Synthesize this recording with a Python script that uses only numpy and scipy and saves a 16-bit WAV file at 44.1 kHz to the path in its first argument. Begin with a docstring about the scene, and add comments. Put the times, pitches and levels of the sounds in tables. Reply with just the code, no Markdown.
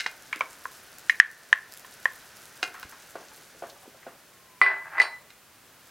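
"""Dry wooden clacks and a fine crackle of hot oil come first, then short hollow tocks: a wooden spoon knocks
tomato sauce out of a plastic tub into a hot enamel pot, then stirs it. Tub, shaft and pot are struck bodies,
built from decaying modes and contact noise; the pot thuds under the sauce and rings when its bare wall is hit.
Oil is random pops over fizz until the sauce covers it; sauce and scrapes are shaped noise and stick-slip.
A small kitchen adds echoes and a decaying tail; a close microphone has gain control."""
import sys
import numpy as np
from scipy import signal
from scipy.fft import rfft, irfft
from scipy.io import wavfile

SR = 44100
rng = np.random.default_rng(int(sys.argv[2]) if len(sys.argv) > 2 else 0)


def wav_out(sig):
    """Save sig, one row per channel (or a flat mono array), as 16-bit PCM at SR to the path in sys.argv[1]."""
    wavfile.write(sys.argv[1], SR, np.round(np.clip(np.atleast_2d(sig).T, -1, 1) * 32767).astype(np.int16))


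N = 260315
TIME = np.arange(N) / SR   # s, through the scene
AGE = np.arange(SR * 3 // 5) / SR   # s, since a single blow or burst

# Spoon on the hand-held tub: t/s, level/dB, wall f/Hz, swell time/s, base level/dB, rim level/dB
TUB_TAPS = [(0.062, -14.5, 1920, 0.00074, -1, -16), (0.3279, -19.5, 1750, 0.00078, -24, -3.5),
            (0.33, -19, 2260, 0.0012, -2.5, -15), (0.4082, -16, 2277, 0.0017, 8.5, -8),
            (0.6550, -21.5, 1600, 0.0006, -3, -30), (1.0965, -4.5, 1845, 0.0013, -23, -9),
            (1.1006, -14, 2150, 0.0015, -19, -23), (1.2, 5.5, 1792, 0.0012, -33, -14),
            (1.5283, 1.5, 1776, 0.0011, -11, -9), (1.847, -40.5, 1780, 0.0018, 3, 1),
            (2.0556, -7.5, 1805, 0.0014, -6, -14), (2.831, -32, 1510, 0.001, -0.5, -13)]
# Modes of the tub's base, then of its rim: f/Hz, level/dB, t60/s
TUB_BASE = [(517.5, -17.5, 0.019), (800, -11.5, 0.0095), (914, -12, 0.022), (1043, -8, 0.031),
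            (1400, -5, 0.0041)]
TUB_RIM = [(2280, -10.5, .018), (3096, -1, 0.0055), (3655, -8, 0.0046), (3950, -18, 0.018),
           (5930, -14.5, .008), (6876, -19, 0.003)]
# Dry clacks of the spoon's shaft: t/s, level/dB, lowest f/Hz that the contact excites
CLACKS = [(0.0005, -20, 1500), (0.0056, -19.5, 1400), (0.042, -29.5, 1790), (0.0640, -21, 710),
          (1.0981, -21.5, 2500), (2.6286, -14, 240), (2.8285, -34, 600), (4.998, -22, 2000),
          (5.0167, -18, 2000), (5.304, -40, 2216)]
# Modes of the wooden shaft: f/Hz, level/dB, t60/s
SHAFT_MODES = [(347.5, -18, 0.029), (520, -20.5, 0.021), (725, -17.5, 0.076), (1408, -4, 0.014),
               (1606, -3.5, 0.015), (1780, -13, 0.033), (2113, -7.5, 0.043), (2457, -15, 0.11),
               (2796, -9.5, 0.028), (3998, -7.5, 0.018), (4500, -21.5, 0.019), (5110, -10.5, 0.013),
               (6345, -21.5, 0.011), (7930, -45.5, .012)]
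# Soft knocks on the pot's bottom through the sauce: t/s, level/dB
THUDS = [(0.4120, -34), (3.1542, -26.5), (3.6225, -26.5), (3.6370, -29.5), (4.0655, -29.5)]
# Damped modes of the pot's bottom: f/Hz, level/dB, t60/s
BOTTOM_MODES = [(248, -16, 0.027), (362, -8.5, 0.033), (493, -10.5, 0.061), (538, -7, 0.046),
                (689, -2.5, 0.042), (1010, -11, 0.0154), (1115, -10.5, 0.025), (1465, -13, 0.064),
                (1750, -29, 0.018)]
# Soft noise bursts, decaying tails of early tub taps, then sauce sucking at the spoon:
# t/s, level/dB, centre f/Hz, t60/s
SOFT_BURSTS = [(0.333, -36.5, 1800, 0.23), (0.359, -42, 350, 0.07), (0.4130, -28, 1400, 0.073),
               (2.742, -42, 1400, 0.3), (2.9230, -44.5, 1290, 0.15), (3.6980, -43, 4260, 0.048),
               (3.877, -44.5, 320, 0.041)]
# Spoon on the bare pot wall: t/s, level/dB, ring level/dB, overtone level/dB
POT_HITS = [(4.6145, -1.5, -1.5, -7.5), (4.6629, -16, 8.5, -10.5), (4.6825, -20, -2, -15),
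            (4.9344, -30.5, -14, -11), (4.9472, -37, -4, -6), (4.97, -26, 0, -18), (4.9808, -14, 0, -11),
            (4.9999, -11, 9.5, 2), (5.0170, -16.5, -4, 11.5)]
# Modes of the pot wall, low ones, overtones and short-lived knock: f/Hz, level/dB, t60/s
POT_RING = [(397, -35, 0.62), (1076, -26.5, 0.31), (1999, -4, 0.29), (2030, -22, 0.19), (2395, -22.5, 0.11),
            (2560, -34.5, .22)]
POT_OVERTONES = [(3020, -28, 0.073), (4060, -29.5, 0.34), (4547, -26.5, 0.16), (5280, -38.5, 0.3),
                 (7200, -46, 0.28), (8789, -34, 0.16), (8970, -47, 0.39), (11540, -57, .15),
                 (12760, -58, .2), (15000, -48, 0.13)]
POT_KNOCK = [(844, -23, 0.011), (1067, -9.5, 0.023), (1350, -2.5, 0.0078), (1600, -2, 0.014),
             (1830, -7, 0.014), (2490, -20.5, 0.0093)]
# Spectrum of the shudder of pot and stove grate: f/Hz, level/dB per Hz
SHUDDER = [(150, -39.5), (300, -14.5), (420, -13.5), (700, -4.5), (1080, -3.5), (1350, -12), (1750, -6),
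           (2400, -4.5), (3100, -16), (5000, -23), (6500, -49), (15000, -56)]
# Spoon resting on the ringing wall: t/s, length/s, damping/(dB/s)
RESTS = [(4.715, 0.22, 105), (5.003, 0.12, 332)]
# Spoon scraping along the pot, pressed ever harder, then let go: t of greatest force/s, level/dB, swell/(dB/s)
SCRAPES = [(4.692, -24.5, 250), (4.885, -42.5, 88), (5.013, -26.5, 209)]
# Spits of oil at set times: t/s, peak level/dB
SPITS = [(0.36, -30), (0.985, -29), (1.3145, -31), (1.723, -26.5), (1.738, -29), (2.798, -28.5)]
# Spectrum of the fine frying fizz: f/Hz, level/dB per Hz
FIZZ = [(150, -8.5), (350, -2), (650, 1.5), (1100, -2.5), (1500, 6), (2200, -3), (3500, -6), (6000, -6),
        (8000, -14.5), (11000, -13.5), (16000, -30)]
# Echoes from nearby hard surfaces: delay/s, level/dB
ECHOES = [(.0092, 0.5), (.0195, -7.5), (.0292, -9), (.0480, -12)]
# Decay time of the kitchen: f/Hz, t60/s
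KITCHEN_T60 = [(150, 0.28), (500, 0.67), (1500, 0.45), (2500, 0.16), (5000, .25), (14000, 0.1)]
# Spectrum of room tone: f/Hz, level/dB per Hz
AIR = [(15, -43.5), (25, -17), (114, -4), (363, -8), (476, -8), (734, -9), (1040, -8.5), (1230, -7.5),
       (2050, -9.5), (2280, -10), (2550, -10.5), (3520, -13.5), (5570, -16), (16000, -18)]
# Spectrum of a faint steady noise that widens the stereo image: f/Hz, level/dB per Hz
STEREO_WIDTH = [(25, -7.5), (120, 6.5), (500, 5.5), (1500, -3), (4000, 2.5), (16000, 4.5)]

# Stirred-in sauce smothers the frying, which picks up again as the sauce heats
SMOTHER_S, SMOTHER_DB_PER_S, SMOTHERED_DB = 3.2, 9.5, -16
REHEAT_S, REHEAT_DB_PER_S = 5.46, 21
# Stirring adds small squelches at random, from the moment the sauce is mixed in
STIR_LENGTH_S, STIR_SQUELCHES_PER_S, STIR_DB, STIR_T60_S = 1.0, 12, -50, 0.09
STIR_LOW_HZ, STIR_HIGH_HZ = 280, 1500
SCRAPE_RELEASE_DB_PER_S = 241.5
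# Faint squeak of wet wood on enamel, growing until the spoon strikes the wall
SQUEAK_S, SQUEAK_HZ, SQUEAK_SAG_HZ_PER_S = 4.3, 1105, 390
SQUEAK_DB, SQUEAK_SWELL_DB_PER_S, SQUEAK_FADE_S = -68, 31.5, 0.02
# Frying: pop rate between flurries and lulls, then starting levels
POPS_PER_S, POP_DB, FIZZ_DB = 900, -58.5, -53.5
# Further spits come at random while the oil is bare, within SPIT_DB plus or minus SPIT_RANGE_DB
SPITS_PER_S, SPIT_DB, SPIT_RANGE_DB, SPIT_HZ = 5, -33.5, 6, 7500
BUMP_S = 2.849   # the tub is lifted away
CUTOFF_HZ = 15900   # upper limit of the microphone chain


def amp(db):
    """Logarithmic level: decibels to linear gain."""
    return 10 ** (np.asarray(db) / 20)


def rms_one(x):
    """Normalisation to unit root-mean-square."""
    return x / np.sqrt(np.mean(x ** 2) + 1e-20)


def at_hz(points, hz):
    """Linear interpolation of a table along log frequency."""
    f, value = np.transpose(points)
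    return np.interp(np.log(np.maximum(hz, 1)), np.log(f), value)


def band(x, low_hz, high_hz):
    """Causal band-pass filtering."""
    edges = [low_hz, min(high_hz, SR * .48)]
    return signal.sosfilt(signal.butter(2, edges, "band", fs=SR, output="sos"), x)


def noise(spectrum, size):
    """Spectral shaping: white noise weighted by frequency, at unit rms."""
    gain = amp(at_hz(spectrum, np.fft.rfftfreq(size, 1 / SR)))
    return rms_one(irfft(rfft(rng.standard_normal(size)) * gain, size))


def fade(t60):
    """Exponential decay: a free vibration falls 60 dB in t60 seconds."""
    return np.exp(-np.log(1000) * AGE / t60)


def swelling(rise_s):
    """Critically damped envelope: unit peak at rise_s, then decay."""
    return AGE / rise_s * np.exp(1 - AGE / rise_s)


def struck(modes, vary_db=3.5):
    """Modal superposition: damped sines of alternating sign, weighted anew by each blow."""
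    out = np.zeros(len(AGE))
    for k, (hz, db, t60) in enumerate(modes):
        gain = (-1) ** k * amp(db + vary_db * rng.normal())
        out += gain * fade(t60) * np.sin(2 * np.pi * hz * AGE)
    return out


def crack(low_hz, high_hz, t60):
    """Contact noise: a brief broadband burst as two surfaces meet."""
    return band(rng.standard_normal(len(AGE)) * fade(t60), low_hz, high_hz)


def add(track, s, sound):
    """Linear superposition of a sound at time s."""
    start = max(round(s * SR), 0)
    track[start:start + len(sound)] += sound[:N - start]


def tub(crack_db=-11, rattle_db=-25, rattle_t60=0.25, rattle_width=1.35):
    """Heavily damped resonance: the wall swells and dies fast, its pitch set by where the spoon lands."""
    out = np.zeros(N)
    for s, db, hz, swell, base_db, rim_db in TUB_TAPS:
        wall = swelling(swell) * np.sin(2 * np.pi * hz * AGE)
        rim = struck(TUB_RIM, vary_db=2.5)
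        rim += amp(crack_db) * crack(low_hz=2500, high_hz=7960, t60=.012)
        rattle = amp(rattle_db) * crack(hz / rattle_width, hz * rattle_width, rattle_t60)
        base = amp(base_db) * struck(TUB_BASE)
        add(out, s, amp(db) * (wall + base + amp(rim_db) * rim + rattle))
    return band(out, low_hz=129.1, high_hz=14800)   # the tocks carry little sound below about 130 Hz


def shaft(crack_db=-7):
    """Modal excitation: hard wood clacks with many short modes above the contact's lowest frequency."""
    out = np.zeros(N)
    for s, db, low_hz in CLACKS:
        clack = struck(SHAFT_MODES, vary_db=2.5)
        clack += amp(crack_db) * crack(low_hz=1101, high_hz=5960, t60=0.05)
        add(out, s, amp(db) * band(clack, low_hz, high_hz=13800))
    return out


def bottom(squelch_db=-3):
    """Viscous damping: sauce shortens the bottom's modes and squelches round the spoon."""
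    out = np.zeros(N)
    for s, db in THUDS:
        thud = struck(BOTTOM_MODES, vary_db=0.5)
        squelch = crack(low_hz=300, high_hz=1400, t60=0.24)
        add(out, s, amp(db) * (thud + amp(squelch_db) * squelch))
    return out


def soft_bursts(width=1.41):
    """Decaying band noise: tails of early tub taps, then thick sauce letting go of the spoon in wet bursts."""
    count = round(STIR_SQUELCHES_PER_S * STIR_LENGTH_S)
    stirred = []
    for when, pitch in rng.random((count, 2)):
        hz = STIR_LOW_HZ * (STIR_HIGH_HZ / STIR_LOW_HZ) ** pitch
        stirred.append((SMOTHER_S + STIR_LENGTH_S * when, STIR_DB, hz, STIR_T60_S))
    out = np.zeros(N)
    for s, db, hz, t60 in list(SOFT_BURSTS) + stirred:
        burst = rms_one(band(rng.standard_normal(len(AGE)), hz / width, hz * width))
        add(out, s, amp(db) * burst * fade(t60))
    return out


def pot(shudder_db=-22, shudder_t60=0.28, crack_db=-30):
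    """Impact and coupled vibration: each wooden knock shakes the pot on its grate."""
    out = np.zeros(N)
    for s, db, *_ in POT_HITS:
        knock = struck(POT_KNOCK) + amp(crack_db) * crack(low_hz=2500, high_hz=9000, t60=.006)
        shudder = amp(shudder_db) * noise(SHUDDER, len(AGE)) * fade(shudder_t60)
        add(out, s, amp(db) * (knock + shudder))
    return band(out, low_hz=373, high_hz=15000)


def wall_ring(modes, strength_db, damping):
    """Energy balance: each blow tops up the modes' energy; damping in dB/s drains it."""
    blows, contact = np.zeros(N), np.hanning(SR // 700)
    for (s, *_), db in zip(POT_HITS, strength_db):
        # wood stays in contact for over a millisecond
        add(blows, s, amp(db) ** 2 * contact ** 2 / np.sum(contact ** 2))
    drained = amp(-np.cumsum(damping) / SR)
    out = np.zeros(N)
    for hz, db, t60 in modes:
        kept_per_sample = amp(-60 / (t60 * SR)) ** 2
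        # dividing first lets a new blow escape the earlier draining
        energy = signal.lfilter([1], [1, -kept_per_sample], blows / drained ** 2 + 1e-30)
        out += amp(db) * np.sqrt(energy) * drained * np.sin(2 * np.pi * hz * TIME)
    return out


def pot_ring():
    """Selective damping: of the bell-like tone, the resting spoon damps only the low modes."""
    _, level_db, ring_db, overtone_db = np.transpose(POT_HITS)
    damping = sum(db_per_s * ((TIME > s) & (TIME < s + length)) for s, length, db_per_s in RESTS)
    low_modes = wall_ring(POT_RING, level_db + ring_db, damping)
    return low_modes + wall_ring(POT_OVERTONES, level_db + overtone_db, np.zeros(N))


def scrape_force():
    """Contact force: once the spoon has met the wall, each scrape swells to its peak and lets go."""
    strokes = []
    for s, db, swell in SCRAPES:
        below_peak_db = np.maximum(swell * (s - TIME), SCRAPE_RELEASE_DB_PER_S * (TIME - s))
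        strokes.append(amp(db - below_peak_db))
    return np.max(strokes, axis=0) * (TIME > POT_HITS[0][0])


def drag(slips_per_s=220, shudder_db=-16, spread_db=2.5):
    """Stick-slip friction: the spoon catches on the enamel, each slip a tiny knock."""
    sizes = amp(spread_db * rng.uniform(-1.7, 2, N)) * rng.choice([-1, 1], N)
    slips = (rng.random(N) < slips_per_s / SR) * sizes
    slip = struck(POT_KNOCK) + amp(shudder_db) * noise(SHUDDER, len(AGE)) * fade(0.15)
    rubbing = band(signal.fftconvolve(slips, slip)[:N], low_hz=380, high_hz=1880)
    return scrape_force() * rms_one(rubbing)


def squeak(waver=0.01265):
    """Periodic stick-slip: regular slipping whistles, sinking as the spoon slows; waver is rms fraction."""
    length = POT_HITS[0][0] - SQUEAK_S
    age = np.clip(TIME - SQUEAK_S, 0, length)
    gate = np.minimum(np.minimum(age, length - age) / SQUEAK_FADE_S, 1)
    wander = rms_one(band(rng.standard_normal(N), low_hz=9.2, high_hz=90.4))
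    hz = (SQUEAK_HZ - SQUEAK_SAG_HZ_PER_S * age) * (1 + waver * wander)
    level = amp(SQUEAK_DB + SQUEAK_SWELL_DB_PER_S * age)
    return gate * level * np.sin(2 * np.pi * np.cumsum(hz) / SR)


def frying_vigour():
    """Source level in dB: steady in the bare oil, sinking under the sauce, then recovering."""
    smothered = np.clip(-SMOTHER_DB_PER_S * (TIME - SMOTHER_S), SMOTHERED_DB, 0)
    return smothered + REHEAT_DB_PER_S * np.maximum(TIME - REHEAT_S, 0)


def frying(spread_db=5.2, clump_range_db=7, clumps_per_s=70):
    """Random impulse process: droplets burst in the oil in flurries of short pops, over a fine fizz."""
    vigour_db = frying_vigour()
    clumps_db = clump_range_db * rng.uniform(-1, 1, N)
    flurry = amp(np.interp(TIME * clumps_per_s, np.arange(N), clumps_db))
    sizes = amp(spread_db * np.minimum(rng.exponential(1, N), 3.6)) * rng.choice([-1, 1], N)
    pops = (rng.random(N) < POPS_PER_S * flurry / SR) * sizes * np.sqrt(flurry)
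    pitches = np.geomspace(3600, 11500, 10)   # Hz
    dealt = rng.integers(0, len(pitches), N)   # each pop gets one pitch
    crackle = np.zeros(N)
    for k, hz in enumerate(pitches):
        crackle += band(pops * (dealt == k) + 1e-18, hz / 1.4, hz * 1.5)
    return amp(POP_DB + vigour_db) * rms_one(crackle), amp(FIZZ_DB + vigour_db) * noise(FIZZ, N)


def spits(t60=0.005, width=2.1, spread_octaves=0.38):
    """Transient radiation: drops of oil burst with a sharp tick of band noise."""
    count = round(SPITS_PER_S * SMOTHER_S)
    further = [(SMOTHER_S * when, SPIT_DB + SPIT_RANGE_DB * (2 * size - 1))
               for when, size in rng.random((count, 2))]
    out = np.zeros(N)
    for s, db in list(SPITS) + further:
        hz = SPIT_HZ * 2 ** (spread_octaves * rng.uniform(-1, 1))
        tick = band(rng.standard_normal(len(AGE)) * (fade(t60) + 1e-18), hz / width, hz * width)
        add(out, s, amp(db) * tick / np.abs(tick).max())
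    return out


def bump(db=-46, hz=75, swell=0.0043):
    """Low-frequency transient: a dull bump as the tub is lifted away."""
    out = np.zeros(N)
    body = np.sin(2 * np.pi * hz * AGE) + 6 * crack(low_hz=81, high_hz=320, t60=.2)
    add(out, BUMP_S, amp(db) * swelling(swell) * body)
    return out


def kitchen(x, early_db=-6, early_t60=.13, gap=0.0064):
    """Reverberation: stove back and counter echo, and the room dies away band by band after a gap in s."""
    edges = np.geomspace(100, 16000, 9)   # Hz
    tail = np.zeros(len(AGE))
    for low, high in zip(edges, edges[1:]):
        decay = fade(at_hz(KITCHEN_T60, np.sqrt(low * high))) + amp(early_db) * fade(early_t60)
        tail += band(rng.standard_normal(len(AGE)), low, high) * decay
    tail *= AGE > gap
    tail /= np.sqrt(np.sum(tail ** 2))
    for delay, db in ECHOES:
        tail[round(delay * SR)] += amp(db)
    return signal.fftconvolve(x, tail)[:N]


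def air(db=-56, width_db=-62):
    """Stationary noise: common room tone, plus a faint noise that widens the stereo image."""
    room_tone = amp(db) * noise(AIR, N)
    widening = amp(width_db) * noise(STEREO_WIDTH, N)
    return room_tone + widening * np.array([[1], [-1]])


def scene():
    """Direct and reverberant sound: the tub is close and dry; the pot's knocks excite the room more."""
    tocks, clacks = tub(), shaft()
    thuds = bottom() + soft_bursts()
    knocks = pot() + drag() + squeak()
    ring = band(pot_ring(), low_hz=302, high_hz=15400)
    crackle, fizz = frying()
    crackle = crackle + spits()
    to_room = amp(-20.0) * tocks + amp(-11.0) * clacks + amp(-14.5) * thuds
    to_room += amp(-15.0) * knocks + amp(-16.5) * ring + amp(-9) * crackle
    direct = tocks + clacks + thuds + knocks + ring + crackle + fizz + bump()
    return direct + kitchen(to_room) + air()


def record(dry, threshold_db=-7, slope=0.4, release_db_per_s=11, attack=0.002):
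    """Dynamic compression: loud blows overload briefly and pull the gain down; it creeps back."""
    level_db = 20 * np.log10(np.abs(dry).max(axis=0) + 1e-9)
    over = slope * np.maximum(level_db - threshold_db, 0)
    ramp = release_db_per_s * TIME
    held_db = np.maximum.accumulate(over + ramp) - ramp   # peaks, released at a constant rate
    r = np.exp(-1 / (attack * SR))
    cut_db = signal.lfilter([1 - r], [1, -r], held_db)
    clipped = np.clip(dry * amp(-cut_db), -1, 1)
    return signal.sosfilt(signal.ellip(10, .1, 70, CUTOFF_HZ, fs=SR, output="sos"), clipped)


dry = scene()
out = record(dry)
wav_out(out)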